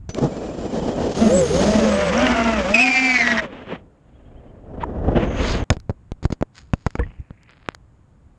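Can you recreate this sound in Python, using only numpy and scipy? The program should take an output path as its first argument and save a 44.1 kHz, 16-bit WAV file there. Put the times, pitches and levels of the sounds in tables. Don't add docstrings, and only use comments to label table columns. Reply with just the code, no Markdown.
import sys
import numpy as np
from scipy import signal
from scipy.fft import rfft, irfft, next_fast_len
from scipy.io import wavfile
from scipy.ndimage import uniform_filter1d

SR = 44100
rng = np.random.default_rng(int(sys.argv[2]) if len(sys.argv) > 2 else 0)


def pcm_store(signal):
    levels = np.round(np.clip(np.atleast_2d(signal), -1, 1) * 32767)
    wavfile.write(sys.argv[1], SR, levels.astype(np.int16).T)


N = 369558
TIME = np.arange(N) / SR
LIFT_OFF_S, POWER_OFF_S = 1.17, 3.66


def gain_of(db):
    return 10 ** (np.asarray(db) / 20)


def unit_rms(x):
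    return x / np.sqrt(np.mean(x ** 2) + 1e-20)


def phase_of(hz):
    return 2 * np.pi * np.cumsum(hz) / SR


def curves(rows):
    time_s, *columns = np.transpose(rows)
    return [np.interp(TIME, time_s, column) for column in columns]


def gate(start_s, end_s):
    return np.clip(np.minimum(TIME - start_s, end_s - TIME) * 100 + 1, 0, 1)


def during(rows):
    return gate(rows[0][0], rows[-1][0])


def swell(peak_s, half_s):
    return np.exp(-np.minimum(((TIME - peak_s) / half_s) ** 2, 60))


def bursts(rows):
    return sum(gain_of(db) * np.where(TIME < s, swell(s, rise_s), np.exp(-abs(TIME - s) / decay_s))
               for s, rise_s, decay_s, db in rows)


def add(mix, start_s, sound):
    part = mix[round(start_s * SR):][:len(sound)]
    part += sound[:len(part)]


def colour(x, spectrum):
    hz, db = np.transpose(spectrum)
    bins_hz = np.fft.rfftfreq(N, 1 / SR)
    bins_db = np.interp(np.log(bins_hz + 1), np.log(hz), db, left=-90, right=-120)
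    return unit_rms(irfft(rfft(x) * gain_of(bins_db), N))


def noise(spectrum):
    return colour(rng.standard_normal(N), spectrum)


def drift(rate_hz):
    size = next_fast_len(N)
    hz = np.arange(0, 10 * rate_hz, SR / size)
    bins = rng.standard_normal(len(hz)) + 1j * rng.standard_normal(len(hz))
    return unit_rms(irfft(bins / (1 + (hz / rate_hz) ** 4), size)[:N])


def noise_band(hz, width_hz):
    return unit_rms(drift(width_hz) * np.sin(phase_of(hz * np.ones(N))))


def crackle(per_s, spread_db):
    clicks = (rng.random(N) < per_s / SR) * rng.choice([-1, 1], N)
    return clicks * gain_of(spread_db * np.minimum(rng.exponential(1, N), 4))


def resonate(x, hz, width_hz):
    b, a = signal.iirpeak(hz, hz / width_hz, SR)
    return signal.lfilter(b, a, signal.lfilter(b, a, x))


# freq_hz, gain_db
AMBIENCE_SPECTRUM = [(50, -22.5), (100, 7), (300, -5.5), (400, -12), (1100, -17), (3700, -36),
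                     (6200, -40.5), (6700, -32.5), (11000, -46.5)]

def ambience(level_db=-56):
    return gain_of(level_db) * noise(AMBIENCE_SPECTRUM)


# start_s, top_pitch_hz, level_db
CHIRPS = [(4.125, 3350, -68), (4.23, 3270, -68), (4.345, 3200, -64), (4.46, 3100, -67)]

def bird(length_s=0.055):
    out, progress = np.zeros(N), np.linspace(0, 1, round(length_s * SR))
    envelope = 2 * progress * np.sin(np.pi * progress)
    sweep = 1 - 0.71 * (progress - 0.7) ** 2
    for s, hz, db in CHIRPS:
        add(out, s, gain_of(db) * envelope * np.sin(phase_of(hz * sweep)))
    return out


# peak_s, rise_s, decay_s, level_db
SURGES = [(0.03, 0.059, 0.1, -33), (5.8, 0.058, 0.24, -41.5), (6.63, 0.042, 0.28, -46.5),
          (7.012, 0.018, 0.037, -20), (7.2, 0.01, 0.012, -25.5)]

def rumble(sunk_s=7.3, growth_db_per_s=12.5):
    current = gain_of(-62.5 + growth_db_per_s * (TIME - sunk_s)) * gate(sunk_s, TIME[-1])
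    return noise(BUFFET_SPECTRUM) * (bursts(SURGES) + current)


# time_s, level_db
FIZZ = [(7.46, -77), (7.5, -47), (7.58, -57.5), (7.73, -57), (7.77, -88)]

def fizz():
    level_db, = curves(FIZZ)
    bubbles = colour(crackle(per_s=800, spread_db=6.5), [(300, 6.5), (2000, 10), (5200, -5.5), (5900, -36)])
    return bubbles * gain_of(level_db) * during(FIZZ)


# time_s, centre_hz, level_db
TRICKLE = [(7.04, 2600, -62), (7.3, 2000, -71), (7.52, 2300, -61)]

def trickle():
    hz, db = curves(TRICKLE)
    return gain_of(db + 4.5 * drift(120)) * noise_band(hz, 600) * during(TRICKLE)


# start_s, pitch_hz, level_db, t60_s
PLOPS = [(6.996, 468, -18, 0.087), (7.008, 1080, -24.5, 0.04), (6.997, 1720, -24, .05),
         (7.033, 1895, -22.5, 0.031)]

def plops(rise_s=0.0011, glide_per_s=0.55):
    out, t = np.zeros(N), np.arange(SR // 10) / SR
    for s, hz, db, t60 in PLOPS:
        envelope = gain_of(db - 60 * t / t60) * (1 - np.exp(-t / rise_s))
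        add(out, s, envelope * np.sin(phase_of(hz * (1 + glide_per_s * t))))
    return out


# peak_s, rise_s, decay_s, level_db
SPLASHES = [(6.999, 0.012, 0.0099, -26), (7.04, .012, 0.079, -49.5)]

def splashes():
    churn = colour(crackle(per_s=900, spread_db=7), [(150, 8.5), (2400, -6), (3500, -20)])
    return churn * bursts(SPLASHES)


# freq_hz, gain_db
GRIT_SPECTRUM = [(300, 3), (1500, 17), (3500, 12.5), (5000, 15), (6000, 4), (6700, 14.5), (8000, -0.5),
                 (10000, -11.5), (14000, -53)]
# peak_s, rise_s, decay_s, level_db
SHOWERS = [(6.585, 0.029, 0.025, -46.5), (6.9, 0.16, 0.12, -61)]

def spray():
    return colour(crackle(per_s=3700, spread_db=6), GRIT_SPECTRUM) * bursts(SHOWERS)


# start_s, level_db
TICKS = [(5.639, -38), (5.801, -40.5), (6.906, -35), (7.202, -47), (7.433, -45), (7.508, -41)]

def ticks(decay_s=0.00084):
    envelope = sum(gain_of(db) * (TIME >= s) * np.exp(-np.minimum(abs(TIME - s) / decay_s, 20))
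                   for s, db in TICKS)
    return noise(GRIT_SPECTRUM) * envelope


def dust(level_db=-46):
    grains = noise([(7800, -20), (8400, 0), (9500, 0), (12000, -16)])
    return gain_of(level_db) * swell(1.45, 0.35) * grains * gate(LIFT_OFF_S, POWER_OFF_S)


# peak_s, half_s, centre_hz, width_hz, level_db
FRAME_RINGS = [(1.497, 0.46, 6480, 240, -39), (5.444, 0.15, 6360, 400, -47)]

def frame_rings():
    rings = sum(gain_of(db) * swell(s, half_s) * noise_band(hz, width_hz)
                for s, half_s, hz, width_hz, db in FRAME_RINGS)
    return rings * gate(LIFT_OFF_S, AIRFLOW[-1][0])


# peak_s, half_s, pitch_hz, level_db
HOOTS = [(0.232, 0.013, 235, -14), (0.247, .018, 143.5, -15), (4.838, 0.0042, 950, -15.5)]

def hoots():
    return sum(gain_of(db) * swell(s, half_s) * np.sin(2 * np.pi * hz * TIME)
               for s, half_s, hz, db in HOOTS)


# time_s, centre_hz
SWISH = [(5.33, 1003), (5.38, 2710), (5.46, 3300), (5.52, 4870), (5.55, 3085), (5.61, 2000)]

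def swish(band_db=-34, tearing_db=-35):
    centre_hz, = curves(SWISH)
    band = gain_of(band_db) * noise_band(centre_hz, 1500)
    tearing = gain_of(tearing_db) * colour(crackle(per_s=2200, spread_db=4), GRIT_SPECTRUM)
    return swell(5.49, 0.096) * (band + tearing) * during(SWISH)


# time_s, wash_db, rush_db, hiss_db
PROP_AIR = [(1.15, -23.5, -37, -31), (1.195, -14, -36.5, -26), (1.45, -24, -31, -27.5),
            (1.63, -13, -31, -23), (2.07, -25, -23, -28), (2.25, -19.5, -24.5, -27),
            (2.69, -24.5, -27, -31), (2.85, -33.5, -33, -26.5), (3.15, -31.5, -29.5, -26.5),
            (3.4, -27, -21.5, -33.5)]
# time_s, level_db
AIRFLOW = [(3.41, -47), (3.82, -45.5), (4.0, -58), (4.4, -42.5), (4.65, -42.5), (4.75, -30), (5.0, -25),
           (5.1, -16.5), (5.3, -23), (5.635, -20.5)]
# peak_s, half_s, buffet_db, wash_db, rush_db, hiss_db
GUSTS = [(0.188, 0.0049, -30, -14, -50, -29.5), (0.243, 0.034, -28, -12.5, -45, -34.5),
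         (0.99, 0.0046, -24, -13, -40, -55), (1.118, 0.021, -42, -22, -38, -29.5),
         (3.434, 0.025, -51, -25, -29, -41.5), (3.559, 0.15, -51, -34, -39.5, -58),
         (3.721, 0.044, -49, -23, -30, -52), (4.346, 0.33, -48, -55, -61, -93),
         (4.824, 0.019, -47, -40, -34, -61), (5.086, 0.0081, -16, -10.5, -39, -52),
         (5.169, 0.015, -26, -9, -24.5, -47), (5.219, 0.054, -33, -17.5, -27.5, -45.5),
         (5.471, 0.15, -26, -44, -25, -44)]
# buffet_db, wash_db, rush_db, hiss_db
IDLE_MIX_DB, AIRFLOW_MIX_DB = (-43, -26.5, -49.5, -44), (-2.5, 1, -29, -37)

def air_gains(idle_growth_db_per_s=10.5):
    wash_db, rush_db, hiss_db = curves(PROP_AIR)
    thrust = gain_of([wash_db - 14.5, wash_db, rush_db, hiss_db]) * during(PROP_AIR)
    idle_db = idle_growth_db_per_s * (TIME - IDLE_S[0]) + 2 * drift(15.4)
    idling = np.outer(gain_of(IDLE_MIX_DB), gain_of(idle_db) * gate(*IDLE_S))
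    flow_db, = curves(AIRFLOW)
    flow = np.outer(gain_of(AIRFLOW_MIX_DB), gain_of(flow_db) * during(AIRFLOW))
    gust_power = sum(np.outer(gain_of(db), swell(s, half_s)) ** 2 for s, half_s, *db in GUSTS)
    return np.sqrt(thrust ** 2 + idling ** 2 + flow ** 2 + gust_power) * gate(0, AIRFLOW[-1][0])


# freq_hz, gain_db
BUFFET_SPECTRUM = [(12, -25.5), (28, -2), (60, 1.5), (110, -4), (400, -33.5)]
WASH_SPECTRUM = [(70, -33.5), (140, -3), (240, 2.5), (350, -2.5), (480, -1.5), (660, -5), (800, -11),
                 (1000, -18), (2000, -31.5)]
RUSH_SPECTRUM = [(550, -17.5), (900, -1.5), (1300, -2.5), (1800, -3.5), (2400, -6), (3200, -8.5),
                 (3900, -20.5), (5500, -39.5)]
HISS_SPECTRUM = [(2800, 2.5), (4100, 0), (5000, 1.5), (6700, -1.5), (7600, -5.5), (8500, -16), (9600, -19),
                 (12000, -47.5)]

def air(shaft, blades=3):
    buffet_gain, wash_gain, rush_gain, hiss_gain = air_gains()
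    gust = drift(40)
    chop = 1 + 0.31 * np.cos(blades * shaft) * gate(LIFT_OFF_S, POWER_OFF_S)
    buffet = noise(BUFFET_SPECTRUM) * buffet_gain
    wash = noise(WASH_SPECTRUM) * wash_gain * gain_of(-5.5 + 1.5 * gust)
    rush = noise(RUSH_SPECTRUM) * rush_gain * gain_of(-5 + 1.7 * gust)
    hiss = noise(HISS_SPECTRUM) * hiss_gain * gain_of(-10 + 1.3 * gust)
    return buffet + wash + chop * (rush + hiss) * gain_of(1.2 * drift(400))


# freq_hz, gain_db, t60_s
CASE_MODES = [(762, 3, 0.014), (920, -6.5, 0.0037), (1184, -1.5, 0.018), (1508, -4.5, 0.023),
              (2040, -1.5, 0.016), (6910, -14, 0.0056)]
# start_s, push_db, contact_s, ring_db, grit_db, grit_decay_s
KNOCKS = [(0.092, -16.5, 0.003, -56, -36, 0.013), (.146, -39, 0.0011, -38, -26, 0.0013),
          (4.838, -27, 0.0012, -16.5, -60, 0.0044), (5.703, -5, 0.0029, -2.5, -11.5, 0.0021),
          (5.711, -2, 0.0062, -46, -40, 0.0052), (5.726, -16, 0.0038, -42.5, -36.5, 0.0093),
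          (5.768, -18, 0.0033, -50, -40, 0.00092), (5.8958, -9, 0.0027, -48, -42.5, 0.0049),
          (5.905, -13, 0.0038, -47, -47, 0.00098), (6.119, -12.5, 0.047, -36.5, -27.5, 0.00039),
          (6.228, -22, 0.0044, -54, -41.5, 0.013), (6.241, -21, 0.0015, -47, -43, 0.0063),
          (6.253, -2.5, 0.0039, -50, -29, 0.0023), (6.303, -15, 0.002, -51, -43, 0.0061),
          (6.3227, -27, 0.0013, -36, -32.5, 0.0066), (6.3258, -7.5, 0.0013, -50, -54, 0.0013),
          (6.4118, -11.5, 0.0024, -44, -36, 0.0014), (6.4255, -0.5, 0.00018, -33.5, -34, 0.0019),
          (6.7357, -1.5, 0.0019, -15.5, -26, 0.0027), (6.865, -4, 0.0023, -10, -27.5, 0.0034),
          (6.954, -10, 0.00056, -15.5, -39.5, 0.004), (6.994, -8, 0.0074, -19, -46, 0.0044),
          (7.307, -21.5, 0.0024, -22.5, -55, 0.00059), (7.6876, -13, 0.000071, 5, -22.5, 0.00062),
          (7.748, -35, 0.00012, -48, -23, 0.00082)]

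def knocks(rise_s=0.00028, release_s=0.00093, rebound=0.54, recover_s=0.0012, leak_hz=28):
    pushes, out, t = np.zeros(N), np.zeros(N), np.arange(SR // 8) / SR
    grit, judder = noise(GRIT_SPECTRUM), noise(WASH_SPECTRUM)
    press = 1 - np.exp(-(t / rise_s) ** 2)
    for s, push_db, contact_s, ring_db, grit_db, decay_s in KNOCKS:
        free_s = np.maximum(t - contact_s, 0)
        let_go = 1 - np.exp(-(free_s / release_s) ** 2)
        spring_back = let_go * (1 + rebound * np.exp(-free_s / recover_s))
        add(pushes, s, gain_of(push_db) * (press - spring_back) * np.exp(-t / 0.014))
        detunes = 1 + 0.15 * rng.standard_normal(len(CASE_MODES))
        damping = 8 if s > PLOPS[-1][0] else 1
        ring = sum(gain_of(db - 60 * damping * t / t60) * np.sin(2 * np.pi * hz * detune * t)
                   for (hz, db, t60), detune in zip(CASE_MODES, detunes))
        span = slice(round(s * SR), round(s * SR) + len(t))
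        add(out, s, gain_of(ring_db) * press * ring / 2)
        add(out, s, gain_of(push_db - 17.5) * press * np.exp(-t / (2 * decay_s)) * judder[span])
        add(out, s, gain_of(grit_db) * np.exp(-t / decay_s) * grit[span])
    b, a = signal.butter(1, leak_hz, "high", fs=SR)
    return out + signal.lfilter(b, a, signal.lfilter(b, a, pushes))


# start_s, level_db
RATTLES = [(2.213, -15.5), (2.267, -7), (2.2705, -11), (2.368, -16), (3.441, -28)]
# freq_hz, gain_db, t60_s
RATTLE_MODES = [(1970, -3.5, .02), (2746, -4, .024)]

def bearing_rattle(squeak_hz=5700, squeak_db=-37.5):
    out, t = np.zeros(N), np.arange(SR // 10) / SR
    for s, db in RATTLES:
        for hz, mode_db, t60 in RATTLE_MODES:
            mode = np.sin(2 * np.pi * hz * rng.uniform(0.94, 1.06) * t)
            add(out, s, gain_of(db + mode_db - 60 * t / t60) * mode)
    squeaks = unit_rms(resonate(crackle(per_s=50, spread_db=6), squeak_hz, 700))
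    return out + gain_of(squeak_db) * squeaks * gate(2.15, 2.44)


# time_s, pitch_hz, chatter_depth
SQUEAL = [(2.745, 2570, 0.41), (2.775, 2427, .6), (2.812, 2636, 0.29), (2.86, 2413, .6), (2.95, 2374, 0.2),
          (3.07, 2340, 0.13), (3.18, 2222, 0.4), (3.25, 1946, .45), (3.39, 1882, 0.82)]
# peak_s, half_s, level_db, stutter_depth
GRIPS = [(2.75, 0.012, -9, 0.32), (2.781, .012, -14, .7), (2.813, 0.025, -9.5, 0.22),
         (2.88, 0.019, -13, 0.93), (2.92, .02, -14.5, 0.21), (2.974, 0.023, -11.5, 1.3),
         (3.059, .038, -14.5, 0.79), (3.111, .016, -13.5, 1), (3.162, 0.015, -11.5, 1.3),
         (3.221, .024, -12, 0.86), (3.276, .016, -14, .9), (3.318, 0.011, -12, 1),
         (3.379, 0.0061, -12, 0.85), (3.395, .006, -16, 1.06)]

def bearing_squeal(shaft, bend_rad=0.22, scrape_rad=0.22, rasp_db=-19):
    hz, chatter = curves(SQUEAL)
    grip_powers = [gain_of(db) ** 2 * swell(s, half_s) for s, half_s, db, _ in GRIPS]
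    power = sum(grip_powers)
    depth = sum(weight * grip[-1] for weight, grip in zip(grip_powers, GRIPS)) / power
    stutter = np.exp(depth * np.cos(shaft)) / np.sqrt(np.i0(2 * depth))
    phase = phase_of(hz * (1 + 0.03 * chatter * drift(150)))
    phase += scrape_rad * drift(900) - bend_rad * depth * np.sin(shaft)
    overtones = gain_of(-18) * np.sin(2 * phase + drift(200) / 2) + gain_of(-25) * np.sin(3 * phase)
    rasp = gain_of(rasp_db) * noise_band(5300, 900) / 2
    note = (np.sin(phase) + overtones) * (1 + chatter * drift(120) / np.sqrt(2))
    return np.sqrt(power) * gate(SQUEAL[0][0], POWER_OFF_S) * stutter * (note + rasp)


IDLE_S = (0.144, 1.118)
POLE_ORDER = 42

def idle(ping_s=0.0915, ping_hz=6000, ping_t60_s=0.28):
    age_s = np.maximum(TIME - ping_s, 0)
    ping = gain_of(-37 - 60 * age_s / ping_t60_s) * np.sin(2 * np.pi * ping_hz * age_s)
    hunting = 1 + 0.05 * np.sin(phase_of(24 + 4 * drift(10))) + 0.03 * drift(10)
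    slow_motor = gain_of(-54) * (1 + 0.5 * drift(40)) * np.sin(POLE_ORDER * phase_of(59 * hunting))
    fast_motor = gain_of(-48) * swell(0.89, 0.26) * np.sin(POLE_ORDER * phase_of(73 * hunting))
    frame = gain_of(-57.5) * unit_rms(resonate(rng.standard_normal(N), 7240, 170))
    return ping + (slow_motor + fast_motor + frame) * gate(*IDLE_S)


def pole_whine(shaft, level_db=-25, ring_hz=7850):
    poles = np.sin(POLE_ORDER * shaft) * (1 + 1.1 * np.sin(shaft) + 0.5 * drift(150))
    fade = np.interp(TIME, [1.45, 1.8, 2.3], [1, 0.25, 0])
    return gain_of(level_db) * resonate(poles, ring_hz, 600) * fade * gate(LIFT_OFF_S, POWER_OFF_S)


# time_s, pitch_hz, level_db
SHUDDER = [(1.2, 83, -30.5), (1.7, 76.84, -28), (2.15, 70.72, -33.5), (2.72, 57.71, -29)]

def shudder():
    hz, db = curves(SHUDDER)
    return gain_of(db) * np.sin(phase_of(hz * (1 + 0.032 * drift(60)))) * during(SHUDDER)


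# time_s, shaft_hz
THROTTLE = [(2.36, 232), (2.53, 227), (2.65, 178.6), (2.83, 255), (3.05, 256), (3.419, 218), (3.66, 85)]
# freq_hz, gain_db
FRAME_RESPONSE = [(100, -7), (215, 2), (290, -0.5), (550, 3.5), (780, -0.5), (1080, -3.5), (1340, 1)]
# time_s, gain_db
BUZZ = [(1.4, -14), (1.9, -7), (2.3, 1), (2.65, 1), (2.9, -6)]

def motor(speeds, prop, level_db, speed_ratio, jitter, db_per_octave, fade_db_per_s):
    throttle = [(s, hz * speed_ratio) for s, hz in THROTTLE if s > speeds[-1][0]]
    target_hz, = curves(speeds + throttle)
    hz = uniform_filter1d(target_hz, size=1500)
    shaft = phase_of(hz * (1 + jitter * drift(45)))

    def harmonic(order, db):
        return gain_of(db) * np.sin(order * shaft + rng.uniform(0, 2 * np.pi))

    tones = sum(harmonic(k, db + np.interp(k * hz, *np.transpose(FRAME_RESPONSE))) for k, db in prop)
    buzz = sum(harmonic(k, -7.5 * np.log2(k / 4) + 8 * (k % 3 == 0)) for k in range(4, 14))
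    buzz_db, = curves(BUZZ)
    tones += gain_of(buzz_db + (-22 - level_db) / 2) * buzz / 2
    climb_s = np.maximum(TIME - LIFT_OFF_S, 0)
    loud_db = level_db + db_per_octave * np.log2(hz / 220) - fade_db_per_s * climb_s
    loud_db -= 150 * np.maximum(TIME - THROTTLE[-2][0], 0)
    spool_up = np.minimum(climb_s / 0.041, 1)
    return tones * gain_of(loud_db + 2 * drift(27)) * spool_up * gate(LIFT_OFF_S, POWER_OFF_S), shaft


# shaft_order, gain_db
TRUE_PROP = [(1, -12.5), (2, -20.5), (3, 3.5)]
BENT_PROP = [(1, 6), (2, -13), (3, -4)]
# time_s, shaft_hz
SPEED_A = [(1.2, 74), (1.31, 168), (1.37, 189), (1.48, 149), (1.7, 71), (1.78, 105), (1.88, 177),
           (2.0, 202), (2.08, 194), (2.135, 154), (2.2, 196)]
SPEED_B = [(1.2, 89.4), (1.45, 135), (1.63, 202.9), (1.74, 218.2), (1.9, 169.7), (2.1, 159.9), (2.2, 205)]
SPEED_C = [(1.17, 195.7), (1.22, 231), (1.35, 204.8), (1.44, 130.3), (1.62, 198), (1.8, 222.8),
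           (1.95, 205.2), (2.07, 160.2), (2.2, 263), (2.6, 215.2)]
SPEED_D = [(1.17, 206.6), (1.33, 205.9), (1.46, 129.9), (1.7, 200.9), (1.93, 212.7), (2.1, 164.6),
           (2.2, 250.8)]

def motors():
    a, true_shaft = motor(SPEED_A, TRUE_PROP, level_db=-16, speed_ratio=0.98, jitter=0.0054,
                          db_per_octave=10.5, fade_db_per_s=8.5)
    b, _ = motor(SPEED_B, TRUE_PROP, level_db=-20, speed_ratio=0.98, jitter=0.016,
                 db_per_octave=8, fade_db_per_s=10.5)
    c, bent_shaft = motor(SPEED_C, BENT_PROP, level_db=-21.5, speed_ratio=1.03, jitter=0.01,
                          db_per_octave=15.5, fade_db_per_s=8)
    d, _ = motor(SPEED_D, BENT_PROP, level_db=-24, speed_ratio=1.01, jitter=0.014,
                 db_per_octave=12, fade_db_per_s=6.5)
    return a + b + c + d + shudder() + pole_whine(true_shaft), bent_shaft


def scene():
    rotors, shaft = motors()
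    flight = rotors + idle() + bearing_squeal(shaft) + air(shaft)
    flight += frame_rings() + dust() + hoots() + swish() + bearing_rattle()
    crash = knocks() + ticks() + spray()
    water = splashes() + fizz() + plops() + trickle()
    return (flight + crash + water + rumble() + bird() + ambience())[None]


def record(dry, ceiling=0.93, rolloff_hz=10800, edge_hz=15000):
    limited = dry / (1 + (dry / ceiling) ** 8) ** (1 / 8)
    dulled = signal.lfilter(*signal.butter(3, rolloff_hz, fs=SR), limited)
    band_limit = signal.firwin(255, edge_hz, window=("kaiser", 9), fs=SR)
    return signal.oaconvolve(dulled, band_limit[None], "same")


dry = scene()
out = record(dry)
pcm_store(out)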